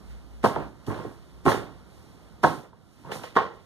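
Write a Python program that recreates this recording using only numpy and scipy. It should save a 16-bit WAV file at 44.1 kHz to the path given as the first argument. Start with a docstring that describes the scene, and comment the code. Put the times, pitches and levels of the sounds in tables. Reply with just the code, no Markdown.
"""Knocking bamboo slats into a frame

A palm knocks and presses bamboo slats into a wooden frame on a workbench in a small workshop.
Each blow is a short cluster of contacts: impulses excite decaying frame and slat modes, with a noise crack.
Slats grind in their notches as dense random grains exciting damped modes; hands and sleeves rub as shaped hiss.
A narrow low rumble and broad room noise lie below; two spaced ports hear it all with phase and level differences.
"""
import sys
import numpy as np
from scipy import signal
from scipy.fft import rfft, irfft, next_fast_len
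from scipy.io import wavfile

SR = 44100
rng = np.random.default_rng(int(sys.argv[2]) if len(sys.argv) > 2 else 0)


def persist_wave(psi):
    """Save psi, clipped to +-1, as 16-bit WAV."""
    counts = np.round(np.clip(psi, -1, 1) * 32767).astype(np.int16)
    wavfile.write(sys.argv[1], SR, np.atleast_2d(counts).T)


N = 160965

# Rubbing of skin and sleeves, one list from each jolt to the next. Each row: time in seconds,
# relative level in dB, relative level of the bright part above the split in dB.
RUB_STROKES = [
    [(0.0, -67, -9), (0.01, -73, -4), (0.112, -63.5, -10), (0.23, -71, -7.5), (0.41, -69, -7.5),
     (0.424, -64, -16), (0.434, -51, -12)],
    [(0.436, -53, -8), (0.446, -39, -10.5), (0.528, -54, -9.5), (0.572, -56, -14.5), (0.742, -72.5, -7.5),
     (0.856, -68.5, -9), (0.864, -63, -10)],
    [(0.866, -53, -10), (0.882, -66, 4.5), (0.954, -54.5, -14.5), (1.15, -70.5, -3.5), (1.202, -68.5, -9.5),
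     (1.438, -70.5, -7), (1.45, -61, -7)],
    [(1.453, -51, -5.5), (1.507, -39.5, -8), (1.683, -64.5, -12.5), (1.839, -71, -8), (1.955, -68.5, -5.5),
     (2.415, -71, -8), (2.43, -55, -13)],
    [(2.433, -45, -6), (2.437, -37, -15.5), (2.579, -61, -4), (2.725, -78, -10), (2.863, -76.5, -4),
     (3.103, -65.5, -7.5), (3.114, -55, -12)],
    [(3.117, -42, -16), (3.151, -48.5, -7), (3.159, -53, -1), (3.209, -59, -5.5), (3.232, -59, -6)],
    [(3.235, -47, -14), (3.339, -65, -12), (3.352, -60, -12)],
    [(3.356, -49, -15), (3.368, -38.5, -28), (3.502, -61, -23), (3.564, -69.5, -8.5), (3.588, -66, -17),
     (3.632, -72, -6.5), (3.65, -68, -12)],
]
# Spectrum of the rubbing hiss. Each row: frequency in Hz, relative density in dB per Hz.
RUB_SPECTRUM = [(1060, -28.5), (1800, -4), (2380, -5.5), (3550, -7.5), (4940, -8), (5780, -11), (7910, -14),
                (11400, -13.5), (14400, -25.5)]
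RUB_DB, RUB_SPLIT_HZ, RUB_BRIGHT_DB = 6.5, 4540, 6.5
RUB_GRAIN_DB, RUB_GRAIN_HZ = 0.63, 250  # rms depth and upper frequency of the level flutter

# Background levels. Each row: time in seconds, relative level of the rumble in dB,
# relative level of the room noise in dB.
BACKGROUND_LEVELS = [(0.0, -50, -52), (0.42, -52.5, -55.5), (0.56, -53, -53.5), (1.27, -59, -55.5),
                     (1.46, -57, -53.5), (1.59, -61, -53), (1.82, -65, -53.5), (2.41, -65, -53.5),
                     (2.6, -72, -59), (2.81, -81.5, -58), (3.03, -74.5, -60), (3.3, -75, -56.5),
                     (3.49, -72, -59), (3.65, -76.5, -56.5)]
# Spectrum of the room noise. Each row: frequency in Hz, relative density in dB per Hz.
AIR_SPECTRUM = [(15, -44), (25, -24), (65, -1.5), (245, -9.5), (286, -12), (320, -13), (1410, -21),
                (2460, -45.5), (3670, -38), (5000, -42.5), (6500, -63.5), (11000, -120)]
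RUMBLE_HZ, RUMBLE_WIDTH_HZ, RUMBLE_DB, AIR_DB = 58.4, 9, 6.5, 2

# Contacts of palm, slat and frame. Each row: start in seconds, relative level in dB, thud near 150 Hz in dB,
# body near 400 Hz in dB, edge near 3 kHz in dB, slat ring in dB, left against right in dB.
CONTACTS = [(0.432,-27.5,8,0,12,-19,1), (0.4402,-8.5,6.5,8.5,6,-10,3), (.445,-7,-2,13,-0.5,-23,4.5),
            (0.4488,-12,-5.5,5.5,2,-3.5,0.5), (.455,-11.5,-12,-10,3,-21,4), (.460,-7,-10,6,-5,-18,0),
            (.468,-13,5,-9,-6,-11,-3), (0.5604,-10,1.5,-10,-5,-16,0.5), (0.572,-28,16,0,-10,-19,-10),
            (.581,-29,-0.5,11.5,-8,-23,-1), (.881,-29.5,22.5,13,-6,-29,1.5), (.891,-29.5,13,13.5,-5,-21,8),
            (.901,-23,9.5,-4,-16,-6.5,1), (.945,-33,11,4,2,-9,2), (.988,-27.5,0,4,10,-15,-5),
            (1.049,-34,18.5,18,-3,-11,2), (1.455,-23,9.5,10,0,-3,2), (1.4625,-6,7.5,3.5,7.5,-9,2.5),
            (1.469,-18,-1,-7,-11,-32,1), (1.481,-13,-8,-12,6,0,-1.5), (1.489,-13,0,-2,2,-28,19),
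            (1.518,-9.5,-6,-8,7,-23,0), (2.433,-15.5,2.5,5.5,2,-20.5,2), (2.438,-5.5,-11.5,0,4.5,-8,-1),
            (2.441,-2.5,-5,4,1.5,-22.5,1.5), (2.4464,5.5,-11.5,-16.5,-10,-24.5,3),
            (2.466,-15,0,2.5,-6,-9.5,0), (2.476,-32,0,-11,-1,-18.5,-4), (2.730,-36.5,-6.5,-6,-9,-14.5,0),
            (3.048,-31,5.5,-2,-18,-28,3), (3.070,-32,9,-9,0,-33,4), (3.105,-28.5,-15,-3,-6.5,-20,12),
            (3.118,-16.5,-3,-4,5,-25,1), (3.156,-24.5,3,-5.5,-8,-18,1), (3.236,-23.5,-4,-3.5,10.5,-27,2.5),
            (3.355,-24.5,-9,-7.5,6,-15.5,3.5), (3.3648,-8,-28,3,-7,-1,0.5), (3.369,-8.5,-31,9,1,6,0)]
# Frame and bench modes. Each row: frequency in Hz, relative level in dB,
# time to decay by 60 dB in seconds (shortened when grinding).
FRAME_MODES = [(111.7, -7.5, .15), (158.2, -8, 0.13), (208.5, -8, 0.1), (317, -3, 0.068), (420, -2, 0.045),
               (516.6, -3.5, 0.061), (627.5, -3, 0.059), (718, 1, 0.03), (868, 1.5, 0.042), (940, 2, 0.036),
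               (1252, 1, 0.018), (1521, -1, 0.018), (1730, -7.5, 0.023), (2274, -12.5, 0.018),
               (2730, -12.5, 0.012), (3534, -21.5, 0.012)]
# Slat modes. Each row: frequency in Hz, relative level in dB, time to decay by 60 dB in seconds.
SLAT_MODES = [(443.6, -22, 0.14), (610, -24.5, 0.11), (948, -14, 0.085), (1076, -6, 0.12),
              (1128, -13, 0.13), (1302, -19, 0.032), (1662, -21.5, 0.07), (1848, -21, 0.089)]
KNOCK_DB, MODE_SPREAD_DB = -13.5, 4.5
CRACK_DB, CRACK_T60_S, CRACK_LOW_HZ, CRACK_HIGH_HZ = -33, 0.01, 2010, 8900

# Strokes of slats grinding and rattling in the notches, one list a stroke. Each row: time in seconds,
# relative level in dB, modes below the split against it in dB, ring of the loose slat against it in dB.
GRIND_STROKES = [
    [(0.47, -38, 1, -2), (0.492, -37, -2, -4), (0.536, -37, -2, -9), (0.554, -40, -1, -9),
     (0.559, -27, -12, -7)],
    [(0.562, -29.5, -2.5, -19), (0.58, -35.5, 6.5, -15), (0.62, -35.5, 1, -17), (0.712, -57.5, 5, -15),
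     (0.764, -64.5, 0, -13), (0.78, -75, 17, -9)],
    [(0.86, -60, 4, -11), (0.878, -44.5, 11.5, -9), (0.914, -33, -3, -15), (1.042, -43, 2.5, -9),
     (1.046, -43, 9, -8), (1.2, -62, -5, -11)],
    [(1.47, -20, -2, -9), (1.474, -20.5, 9.5, -7), (1.522, -25, -22, -10), (1.54, -28, 0, -8),
     (1.8, -66, 2, -18)],
    [(2.452, -25, -10, -6), (2.46, -30, 3.5, -5.5), (2.584, -47, 1.5, -7.5), (2.672, -54.5, -11.5, -8.5),
     (2.72, -74, -8, -9.5)],
    [(2.95, -70, 2, -7), (2.998, -59, 8, -10), (3.028, -71, 12, -11), (3.046, -50.5, -4.5, -11.5),
     (3.098, -42.5, -1.5, -12), (3.116, -34, -7, -13)],
    [(3.119, -37, -8, -11), (3.149, -41.5, -4, -15), (3.157, -34, -8, -4), (3.165, -42, -3, -12),
     (3.229, -49, 3, -9), (3.234, -47, -7, -8)],
    [(3.237, -34, -10, -9), (3.255, -47, -5, -9), (3.271, -46, -9, -9), (3.327, -64.5, 8.5, -7),
     (3.35, -58.5, -4, -6)],
    [(3.375, -19, -15.5, -14), (3.453, -37.5, -12.5, -3), (3.62, -62, -14, -2)],
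]
GRIND_DB, GRIND_SPLIT_HZ, GRIND_UNLIKE = -0.5, 350, 0.1  # last: power share that differs between ports
GRAINS_PER_S, GRAIN_SPREAD_DB, GRIND_DAMPING = 1500, 3.5, 0.36  # damping multiplies the decay times
BENCH_LOW_HZ = 70

# Reverberation of the workshop. Each row: frequency in Hz, time to decay by 60 dB in seconds
# before the gradual rise of the tail.
ROOM_DECAY = [(100, 0.48), (400, 0.43), (1000, 0.27), (3000, 0.38), (10000, 0.55)]
ROOM_DB, ROOM_RISE_S = -11.5, 0.018

# Difference between the microphone ports. Each row: frequency in Hz, phase lead of the left in radians,
# left against right in dB.
PORT_DIFFERENCE = [(30, -2.5, 1), (148, -1.72, -9), (320, 0.36, -8), (546, 1.26, -4), (1160, -0.32, -1),
                   (1580, -1, -3), (2115, -2, -3), (2270, -2.5, -2), (2970, -4.5, -3.5), (4850, -9, -1),
                   (7160, -14.5, -5), (9910, -22, -2.5), (15600, -32.5, -6.5)]
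# Decorrelation of diffuse sound. Each row: frequency in Hz, power share that differs between ports (0 to 1).
UNLIKE_SHARE = [(60, 0.34), (200, 1), (1000, 0.11), (3000, 0), (6000, 0.54), (12000, 1)]
PEAK, TOP_HZ = 1.4, 14350  # height that peaks round off towards, edge of the low-pass


def from_db(db):
    """Amplitude gain is ten to the power of the level in dB over 20."""
    return 10 ** (np.asarray(db) / 20)


def rms_one(x):
    """Division by the root mean square gives a signal unit rms."""
    return x / np.sqrt(np.mean(x ** 2) + 1e-20)


def in_time(rows):
    """Linear interpolation turns each column of a time table into an envelope."""
    s, *columns = np.transpose(rows)
    return [np.interp(np.arange(N) / SR, s, c) for c in columns]


def at_hz(points, hz):
    """Interpolation on a logarithmic frequency axis reads a spectral table."""
    knots, values = np.transpose(points)
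    return np.interp(np.log(hz + 1), np.log(knots), values)


def band_pass(x, low_hz, high_hz):
    """A Butterworth band-pass keeps the frequencies between two edges."""
    return signal.sosfilt(signal.butter(2, [low_hz, high_hz], "band", fs=SR, output="sos"), x)


def ring(clicks, hz, t60):
    """A two-pole resonator answers an impulse with an exponentially damped sine."""
    r, w = from_db(-60 / (t60 * SR)), 2 * np.pi * hz / SR
    return signal.lfilter([0, np.sin(w)], [1, -2 * r * np.cos(w), r * r], clicks + 1e-18)


def diffuse(size):
    """Partial coherence: two noises share power by frequency, as in a diffuse field at two points."""
    both, own = rfft(rng.standard_normal((2, size)))
    share = at_hz(UNLIKE_SHARE, np.fft.rfftfreq(size, 1 / SR))
    left = np.sqrt(1 - share) * both + np.sqrt(share) * own
    return irfft([left, both], size)


def coloured(spectrum):
    """Spectral shaping weights diffuse white noise by a table, silent below its first frequency."""
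    hz = np.fft.rfftfreq(N, 1 / SR)
    gain = (hz > spectrum[0][0]) * from_db(at_hz(spectrum, hz))
    return rms_one(irfft(rfft(diffuse(size=N)) * gain, N))


def rub():
    """Rubbing friction is a broadband hiss whose level and brightness vary in time, with a fine flutter."""
    db, bright_db = in_time(np.vstack(RUB_STROKES))
    hiss = coloured(RUB_SPECTRUM)
    # zero-phase filtering, so that the remainder is the lower part
    top = signal.sosfiltfilt(signal.butter(2, RUB_SPLIT_HZ, "high", fs=SR, output="sos"), hiss)
    low_pass = signal.butter(2, RUB_GRAIN_HZ, fs=SR, output="sos")
    flutter = rms_one(signal.sosfilt(low_pass, rng.standard_normal(N)))
    level = from_db(db + RUB_DB + RUB_GRAIN_DB * flutter)
    return level * (hiss - top + from_db(bright_db + RUB_BRIGHT_DB) * top)


def background():
    """Stationary noise under slow envelopes: a narrow band heard as rumble, a broad one as room noise."""
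    rumble_db, air_db = in_time(BACKGROUND_LEVELS)
    half_width = RUMBLE_WIDTH_HZ / 2
    rumble = rms_one(band_pass(diffuse(size=N), RUMBLE_HZ - half_width, RUMBLE_HZ + half_width))
    air = coloured(AIR_SPECTRUM)
    return from_db(rumble_db + RUMBLE_DB) * rumble + from_db(air_db + AIR_DB) * air


def knocks():
    """Modal excitation: each contact is an impulse that rings frame and slat and releases a noise crack."""
    s, db, thud_db, body_db, edge_db, slat_db, pan_db = np.transpose(CONTACTS)
    at = (s * SR).astype(int)
    side_db = pan_db * [[.5], [-.5]]
    luck = rng.standard_normal((len(s), len(FRAME_MODES)))  # uneven excitation of each mode
    clicks, out = np.zeros((2, N)), np.zeros((2, N))

    for k, (hz, level_db, t60) in enumerate(FRAME_MODES):
        colour_db = [at_hz([(150, thud), (400, body), (900, 0), (3000, edge)], hz)
                     for thud, body, edge in zip(thud_db, body_db, edge_db)]
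        mode_db = KNOCK_DB + level_db + MODE_SPREAD_DB * luck[:, k]
        clicks[:, at] = from_db(db + colour_db + side_db + mode_db)
        out += ring(clicks, hz, t60) * (-1) ** k  # neighbouring modes have opposite sign

    clicks[:, at] = from_db(db + slat_db + side_db)
    for hz, level_db, t60 in SLAT_MODES:
        out += from_db(level_db) * ring(clicks, hz, t60)

    clicks[:, at] = from_db(db + CRACK_DB + edge_db + side_db)
    decay = from_db(-60 / (CRACK_T60_S * SR))
    envelope = signal.lfilter([1], [1, -decay], clicks + 1e-18)
    crack = band_pass(envelope * rng.standard_normal(N), CRACK_LOW_HZ, CRACK_HIGH_HZ)
    return out + crack


def grind():
    """Stick-slip as a random impulse train: uneven grains excite damped frame modes and the loose slat."""
    spread = np.minimum(rng.exponential(1, (2, N)), 3)
    sizes = from_db(GRAIN_SPREAD_DB * spread) * rng.choice([-1, 1], (2, N))
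    both, own = (rng.random((2, N)) < GRAINS_PER_S / SR) * sizes
    left = np.sqrt(1 - GRIND_UNLIKE) * both + np.sqrt(GRIND_UNLIKE) * own
    grains = np.array([left, both])

    low, high = np.zeros((2, N)), np.zeros((2, N))
    for k, (hz, db, t60) in enumerate(FRAME_MODES):
        part = low if hz < GRIND_SPLIT_HZ else high
        part += from_db(db) * ring(grains, hz, t60 * GRIND_DAMPING) * (-1) ** k
    low, high = rms_one(low), rms_one(high)
    slat = rms_one(sum(from_db(db) * ring(grains, hz, t60) for hz, db, t60 in SLAT_MODES))

    t, out = np.arange(N) / SR, np.zeros((2, N))
    for stroke in GRIND_STROKES:
        s = np.transpose(stroke)[0]
        db, bass_db, slat_db = in_time(stroke)
        fade = np.clip(np.minimum(t - s[0], s[-1] - t) / .003, 0, 1)  # 3 ms at each end
        mixed = high + from_db(bass_db) * low + from_db(slat_db) * slat
        out += fade * from_db(db) * mixed
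    return from_db(GRIND_DB) * out


def workshop(x):
    """Reverberation by convolution with a diffuse tail whose octave bands decay at their own rates."""
    t, tail = np.arange(SR // 2) / SR, 0
    for low_hz in 60 * 2.0 ** np.arange(8):
        band = band_pass(diffuse(size=len(t)), low_hz, 2 * low_hz)
        t60 = at_hz(ROOM_DECAY, low_hz * np.sqrt(2))
        tail = tail + band * from_db(-60 * t / t60)
    tail = tail * np.clip(t / ROOM_RISE_S, 0, 1)
    tail = tail / np.sqrt(np.sum(tail[1] ** 2))  # unit energy at the right port
    return from_db(ROOM_DB) * signal.fftconvolve(x[None], tail, axes=1)[:, :N]


def scene():
    """Superposition: rubbing and background add to the bench sounds and their reverberation."""
    high_pass = signal.butter(2, BENCH_LOW_HZ, "high", fs=SR, output="sos")
    bench = signal.sosfilt(high_pass, knocks() + grind())
    return rub() + background() + bench + workshop(bench.mean(axis=0))


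def record(dry):
    """Spaced ports differ in phase and level by frequency; peaks saturate softly and the top is cut."""
    size = next_fast_len(N + 4096)  # padding for the phase shifts
    hz = np.fft.rfftfreq(size, 1 / SR)
    knots, lead, db = np.transpose(PORT_DIFFERENCE)
    half_db = np.interp(hz, knots, db) / 2
    phase = np.exp(1j * np.interp(hz, knots, lead))
    ports = [from_db(half_db) * phase, from_db(-half_db)]
    heard = irfft(rfft(dry, size) * ports, size)[:, :N]
    rounded = PEAK * np.tanh(heard / PEAK)
    return signal.sosfilt(signal.ellip(12, .5, 80, TOP_HZ, fs=SR, output="sos"), rounded)


dry = scene()
out = record(dry)
persist_wave(out)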